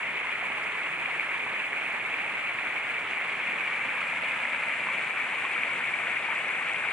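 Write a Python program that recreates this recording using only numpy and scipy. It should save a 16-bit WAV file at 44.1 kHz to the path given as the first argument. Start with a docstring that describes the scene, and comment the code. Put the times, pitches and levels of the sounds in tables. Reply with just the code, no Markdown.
"""In a wood, on the bank of a small brook, water cascades over boulders.
Countless far bubbles merge into an even rush of banded noise; splashes lift its middle, spray its treble.
Nearer bubbles, drops and flecks of spray are dying sines: a gurgle, smacks, plops, glugs and faint ticks.
The listener turns slowly to the right, holding two closely spaced microphones behind resonant ports,
so the cascade drifts leftward, and a short echo hollows the sound for a moment."""
import sys
import numpy as np
from scipy import signal
from scipy.fft import rfft, irfft, next_fast_len
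from scipy.io import wavfile
from scipy.ndimage import map_coordinates

SR = 44100
rng = np.random.default_rng(int(sys.argv[2]) if len(sys.argv) > 2 else 0)


def output_pcm(signal):
    """Save a mono or channel-first signal as 16-bit PCM at the path in sys.argv[1].

    Samples are clipped to [-1, 1] before scaling.
    """
    pcm = np.clip(np.atleast_2d(signal).T, -1, 1) * 32767
    wavfile.write(sys.argv[1], SR, np.round(pcm).astype(np.int16))


N = 305172
TIME = np.arange(N) / SR

# Spectrum of the cascade's merged rush, before its layer trim: f/Hz, level/dB per Hz
RUSH_SPECTRUM = [(50, -109), (75, -84), (118, -75), (165, -77), (215, -74.5), (280, -76.5), (400, -74),
                 (650, -72), (1000, -70), (1700, -71), (2330, -72.7), (2650, -75.5), (3000, -76.5),
                 (4000, -83.5), (5400, -89), (6400, -86.5), (8300, -79.5), (12000, -87)]
# How alike the rush is at the two ports: f/Hz, correlation/1
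PORT_LIKENESS = [(40, 0.97), (200, 1), (500, 0.95), (1000, 0.9), (2200, 0.81), (3000, 0.69), (4000, 0.68),
                 (6000, 0.17), (12000, 0.18)]
# How strongly a splash lifts each part of the rush: f/Hz, share/1
SPLASH_REACH = [(300, 0), (700, 0.9), (2400, 0.37), (4000, 0.64), (8000, 0.2)]
# Flecks of spray ticking on stone, before the layer trim: t/s, peak level/dB, f/Hz
SPRAY_TICKS = [(0.6404, -49, 5070), (3.1103, -49, 6460), (4.0744, -49, 7610), (6.735, -43, 7420)]
# Large near bubbles, from dull plop to ringing glug, before the layer trim:
# t/s, peak level/dB, f/Hz, ring/cycles
NEAR_GLUGS = [(0.246, -23, 970, 24), (0.4262, -23, 740, 15), (0.441, -25, 1060, 36), (1.349, -29, 1030, 26),
              (1.533, -29, 540, 22), (1.946, -28.5, 690, 18), (4.017, -23, 1290, 25), (4.132, -22, 880, 13),
              (4.8698, -19, 960, 11), (4.887, -22, 1110, 46), (5.4418, -25, 960, 11),
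              (5.449, -24.5, 1080, 46), (6.203, -31.5, 620, 26), (6.286, -23, 900, 49),
              (6.379, -26, 1080, 24)]
# Near drops smacking on the water, before the layer trim: t/s, peak level/dB, f/Hz
DROP_SMACKS = [(0.356, -17, 2180), (1.0593, -15.5, 2330), (1.196, -13.5, 2350), (1.731, -12, 1830),
               (2.141, -15, 2300), (3.1337, -17, 2200), (3.2957, -15.5, 2180), (3.4008, -19, 2450),
               (3.723, -17, 2320), (3.8914, -18.5, 2280), (4.173, -17, 2120), (4.4524, -10.5, 1900),
               (4.695, -17, 1900), (4.892, -23, 2400), (5.451, -19, 2400), (5.634, -13.5, 2230),
               (5.9395, -16, 2230), (6.0706, -14.5, 2070), (6.3022, -21, 2340), (6.3238, -13.5, 1870)]
# Air resonances of each microphone port: f/Hz, width/Hz
LEFT_PORT_MODES = [(2315, 303), (8400, 1200)]
RIGHT_PORT_MODES = [(2420, 570), (9800, 1200)]
# Shape of the mismatch between the microphones, scaled separately for each port: f/Hz, level/dB
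MIC_MISMATCH = [(100, -1), (500, -1), (1200, -1), (2300, -1.5), (4000, -0.5), (5400, 3.5), (6700, -1),
                (9000, 3), (12000, 2.2)]

PORT_SPACING_M, SOUND_SPEED_M_S = 0.064, 343
SHORT_RING_CYCLES = 16.4  # a smack or tick falls by 60 dB within this many cycles
# One smooth turn carries the cascade from right of centre (positive) to left of it
TURN_START_S, TURN_END_S = 1.66, 7.1
BEARING_BEFORE_DEG, BEARING_AFTER_DEG = 13.7, -15.5
# Early in the turn the splashing comes into the open and grows louder
OPEN_START_S, OPEN_END_S, OPEN_GAIN_DB = 2.1, 4.4, 1.36
# Midway, the spray brightens quickly in a narrow band
SIZZLE_START_S, SIZZLE_END_S, SIZZLE_BAND_HZ = 3.5, 4.15, (8100, 9100)
# Echo from a nearby surface: the delay is shortest and the echo strongest at the peak
ECHO_DELAY_S, ECHO_SHARE, ECHO_PEAK_S = 0.00254, 0.27, 4.39
ECHO_WIDTH_S, ECHO_PASS_S = 0.58, 1.58  # pace of its fade, pace of its delay
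BODY_BAND_HZ, BODY_LOSS = (280, 435), 0.29  # band that thins meanwhile, share lost at the peak


def from_db(db):
    """Turn decibels into gain."""
    return 10 ** (np.asarray(db) / 20)


def at_hz(points, hz):
    """Read a spectrum on a log-frequency axis."""
    known_hz, values = np.transpose(points)
    return np.interp(np.log(np.maximum(hz, 1)), np.log(known_hz), values)


def butter(x, hz, kind, order):
    """Run a Butterworth filter."""
    return signal.sosfilt(signal.butter(order, hz, kind, fs=SR, output="sos"), x)


def delayed(x, seconds):
    """Read a signal late, by a delay that may glide."""
    return map_coordinates(x, [(TIME - seconds) * SR], order=3, mode="mirror")


def ease(start_s, end_s):
    """Move smoothly from 0 to 1 along half a cosine."""
    progress = np.clip((TIME - start_s) / (end_s - start_s), 0, 1)
    return (1 - np.cos(np.pi * progress)) / 2


def drift(rate_hz):
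    """Wander at random with a spread of 1: noise through two equal poles at the given rate."""
    step = 40  # samples between points of the slow curve
    pole = np.exp(-2 * np.pi * rate_hz * step / SR)
    noise = rng.standard_normal(N // step + 2002)
    slow = signal.lfilter([1], [1, -2 * pole, pole * pole], noise)[2000:]  # skip the run-in
    return np.interp(np.arange(N) / step, np.arange(len(slow)), slow / slow.std())


def splashing(per_s, swell_db, attack_s, fade_s):
    """Water slops over stones at random moments: each splash swells fast and fades, in dB about the mean."""
    chance, strength = rng.random((2, N))
    age = TIME[:SR // 4]
    shape = (1 - np.exp(-age / attack_s)) * np.exp(-age / fade_s)
    hits = (chance < per_s / SR) * strength
    swell = swell_db * signal.fftconvolve(hits, shape)[:N]
    return swell - swell.mean()


def rush(level_db, churn_db, spray_db, splash_db):
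    """Far bubbles merge into third-octave noise bands that swell singly; spray stirs the treble together."""
    edges = 22 * 2 ** (np.arange(29) / 3)
    white = rng.standard_normal((2, 2, N)) * np.sqrt(SR / 2)  # 0 dB per Hz
    out, spray = np.zeros((2, N)), drift(22)
    for k, (low, high) in enumerate(zip(edges, edges[1:])):
        # neighbouring bands draw on different noise
        mid, side = butter(white[k % 2], [low, high], "band", order=2)
        hz = np.sqrt(low * high)
        swell_db = churn_db * drift(24.0)
        swell_db = swell_db + spray_db * spray * min(hz / 4000, 1)
        swell_db = swell_db + splash_db * at_hz(SPLASH_REACH, hz)
        # mid and side are weighted to give the wanted correlation between the ports
        alike = np.clip(at_hz(PORT_LIKENESS, hz), 0, 1)
        pair = np.sqrt((1 + alike) / 2) * mid + np.sqrt((1 - alike) / 2) * side * [[1], [-1]]
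        out += from_db(level_db + at_hz(RUSH_SPECTRUM, hz) + swell_db) * pair
    return out


def add_bubble(out, s, hz, peak_db, t60, lag, rise):
    """Add a dying sine whose pitch climbs by the share rise over t60; it reaches the left port later by lag."""
    start = int(np.clip(s * SR, 0, N - 1))
    length = min(int(t60 * SR) + 2, N - start)
    age = np.maximum(TIME[:length] - np.array([[lag], [-lag]]) / 2, 0)
    phase = 2 * np.pi * hz * age * (1 + rise * age / t60 / 2)
    fade = np.exp(-np.log(1000) * age / t60)
    out[:, start:start + length] += from_db(peak_db) * fade * np.sin(phase)


def scattered_bubbles(count, low_hz, high_hz, over_rush_db, spread_db, cycles, rise):
    """Single bubbles ring at random moments, pitches and places; with a spread, many faint and few strong."""
    out = np.zeros((2, N))
    for when, size, strength, damping, place in rng.random((count, 5)):
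        hz = low_hz * (high_hz / low_hz) ** size
        rush_db = at_hz(RUSH_SPECTRUM, hz) + 10 * np.log10(hz)  # untrimmed rush around this pitch
        peak_db = rush_db + over_rush_db + spread_db * min(-np.log(1 - strength), 4)
        t60 = cycles * 2 ** (2 * damping - 1) / hz  # half to twice the nominal ring
        lag = (2 * place - 1) * PORT_SPACING_M / SOUND_SPEED_M_S
        add_bubble(out, when * N / SR, hz, peak_db, t60, lag, rise)
    return out


def near_bubbles(events, level_db, rise):
    """Near bubbles, drops and flecks ring at set moments, each fading over its own count of cycles."""
    out = np.zeros((2, N))
    for s, peak_db, hz, cycles in events:
        add_bubble(out, s, hz, peak_db + level_db, cycles / hz, 0, rise)
    return out


def hollow(water, thin_hz, dull_hz):
    """A dull, inverted echo swells and fades, its notches gliding up and back, while the low body thins."""
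    passing = TIME - ECHO_PEAK_S
    nearness = 1 / (1 + (passing / ECHO_WIDTH_S) ** 2)
    delay = ECHO_DELAY_S * np.hypot(1, passing / ECHO_PASS_S)
    dull = butter(water, [thin_hz, dull_hz], "band", order=1)
    echo = np.array([delayed(channel, delay) for channel in dull])
    body = butter(water, BODY_BAND_HZ, "band", order=1)
    return water - ECHO_SHARE * nearness * echo - BODY_LOSS * nearness ** 2 * body


def turning(water, rumble_hz, shade_db_per_degree, hiss_hz, hiss_shade_db_per_degree, sizzle_db):
    """The cascade opens up and sizzles while the turn shifts its arrival time and level between the ports."""
    turn = ease(TURN_START_S, TURN_END_S)
    bearing = BEARING_BEFORE_DEG + (BEARING_AFTER_DEG - BEARING_BEFORE_DEG) * turn
    facing = (bearing - bearing.mean()) * [[-1], [1]]  # left, right
    opened = ease(OPEN_START_S, OPEN_END_S)
    open_gain = from_db(OPEN_GAIN_DB * (opened - opened.mean()))

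    bright = ease(SIZZLE_START_S, SIZZLE_END_S)
    sizzle_gain = from_db(sizzle_db * (bright - bright.mean()))
    water = water + (sizzle_gain - 1) * butter(water, SIZZLE_BAND_HZ, "band", order=1)

    rumble = butter(water, rumble_hz, "low", order=1)
    hiss = butter(water - rumble, hiss_hz, "high", order=1)
    splash = water - rumble - hiss
    shaded_splash = splash * from_db(shade_db_per_degree * facing)
    shaded_hiss = hiss * from_db(hiss_shade_db_per_degree * facing)
    left, right = rumble + open_gain * (shaded_splash + shaded_hiss)
    lag = PORT_SPACING_M * np.sin(np.radians(bearing)) / SOUND_SPEED_M_S
    return np.array([delayed(left, lag / 2), delayed(right, -lag / 2)])


def scene():
    """Layer rush, gurgle, drops and spray with near smacks, glugs and ticks, heard while turning."""
    splash_db = splashing(per_s=45, swell_db=3.0, attack_s=0.003, fade_s=0.0093)
    bed = rush(level_db=-2.24, churn_db=0.82, spray_db=0.54, splash_db=splash_db)
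    spray = scattered_bubbles(count=3000, low_hz=2950, high_hz=11460, over_rush_db=0.1,
                              spread_db=2.5, cycles=23.6, rise=0.05)
    gurgle = scattered_bubbles(count=1800, low_hz=641, high_hz=3030, over_rush_db=-4.8,
                               spread_db=3.0, cycles=25.0, rise=0.11)
    drops = scattered_bubbles(count=500, low_hz=1305, high_hz=3110, over_rush_db=2.5,
                              spread_db=0, cycles=13.5, rise=0)
    tick_events = [(*row, SHORT_RING_CYCLES) for row in SPRAY_TICKS]
    ticks = near_bubbles(tick_events, level_db=19, rise=0.05)
    glugs = near_bubbles(NEAR_GLUGS, level_db=-5.5, rise=0.064)
    smack_events = [(*row, SHORT_RING_CYCLES) for row in DROP_SMACKS]
    smacks = near_bubbles(smack_events, level_db=-12.0, rise=0.06)
    water = bed + spray + gurgle + drops + ticks + glugs + smacks
    hollowed = hollow(water, thin_hz=150, dull_hz=1400)
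    return turning(hollowed, rumble_hz=450, shade_db_per_degree=0.0558,
                   hiss_hz=7000, hiss_shade_db_per_degree=0.0782, sizzle_db=1.5)


def port(x, modes, mismatch_scale):
    """Air in the port lifts the sound at each resonance and muffles what lies above."""
    size = next_fast_len(N + SR // 10)
    hz = np.arange(size // 2 + 1) * SR / size
    response = from_db(mismatch_scale * at_hz(MIC_MISMATCH, hz))
    for centre, width in modes:
        response = response / (1 - (hz / centre) ** 2 + 1j * hz * width / centre ** 2)
    return irfft(rfft(x, size) * response, size)[:N]


def record(dry):
    """Colour each side with its port, then cut the bass, notch the treble and close the top steeply."""
    left = port(dry[0], LEFT_PORT_MODES, 0.13)
    right = port(dry[1], RIGHT_PORT_MODES, -1.25)
    x = butter(np.array([left, right]), 118, "high", order=2)
    x = signal.lfilter(*signal.iirnotch(7950, 30, fs=SR), x)
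    return butter(x, 14200, "low", order=14)


dry = scene()
out = record(dry)
output_pcm(out)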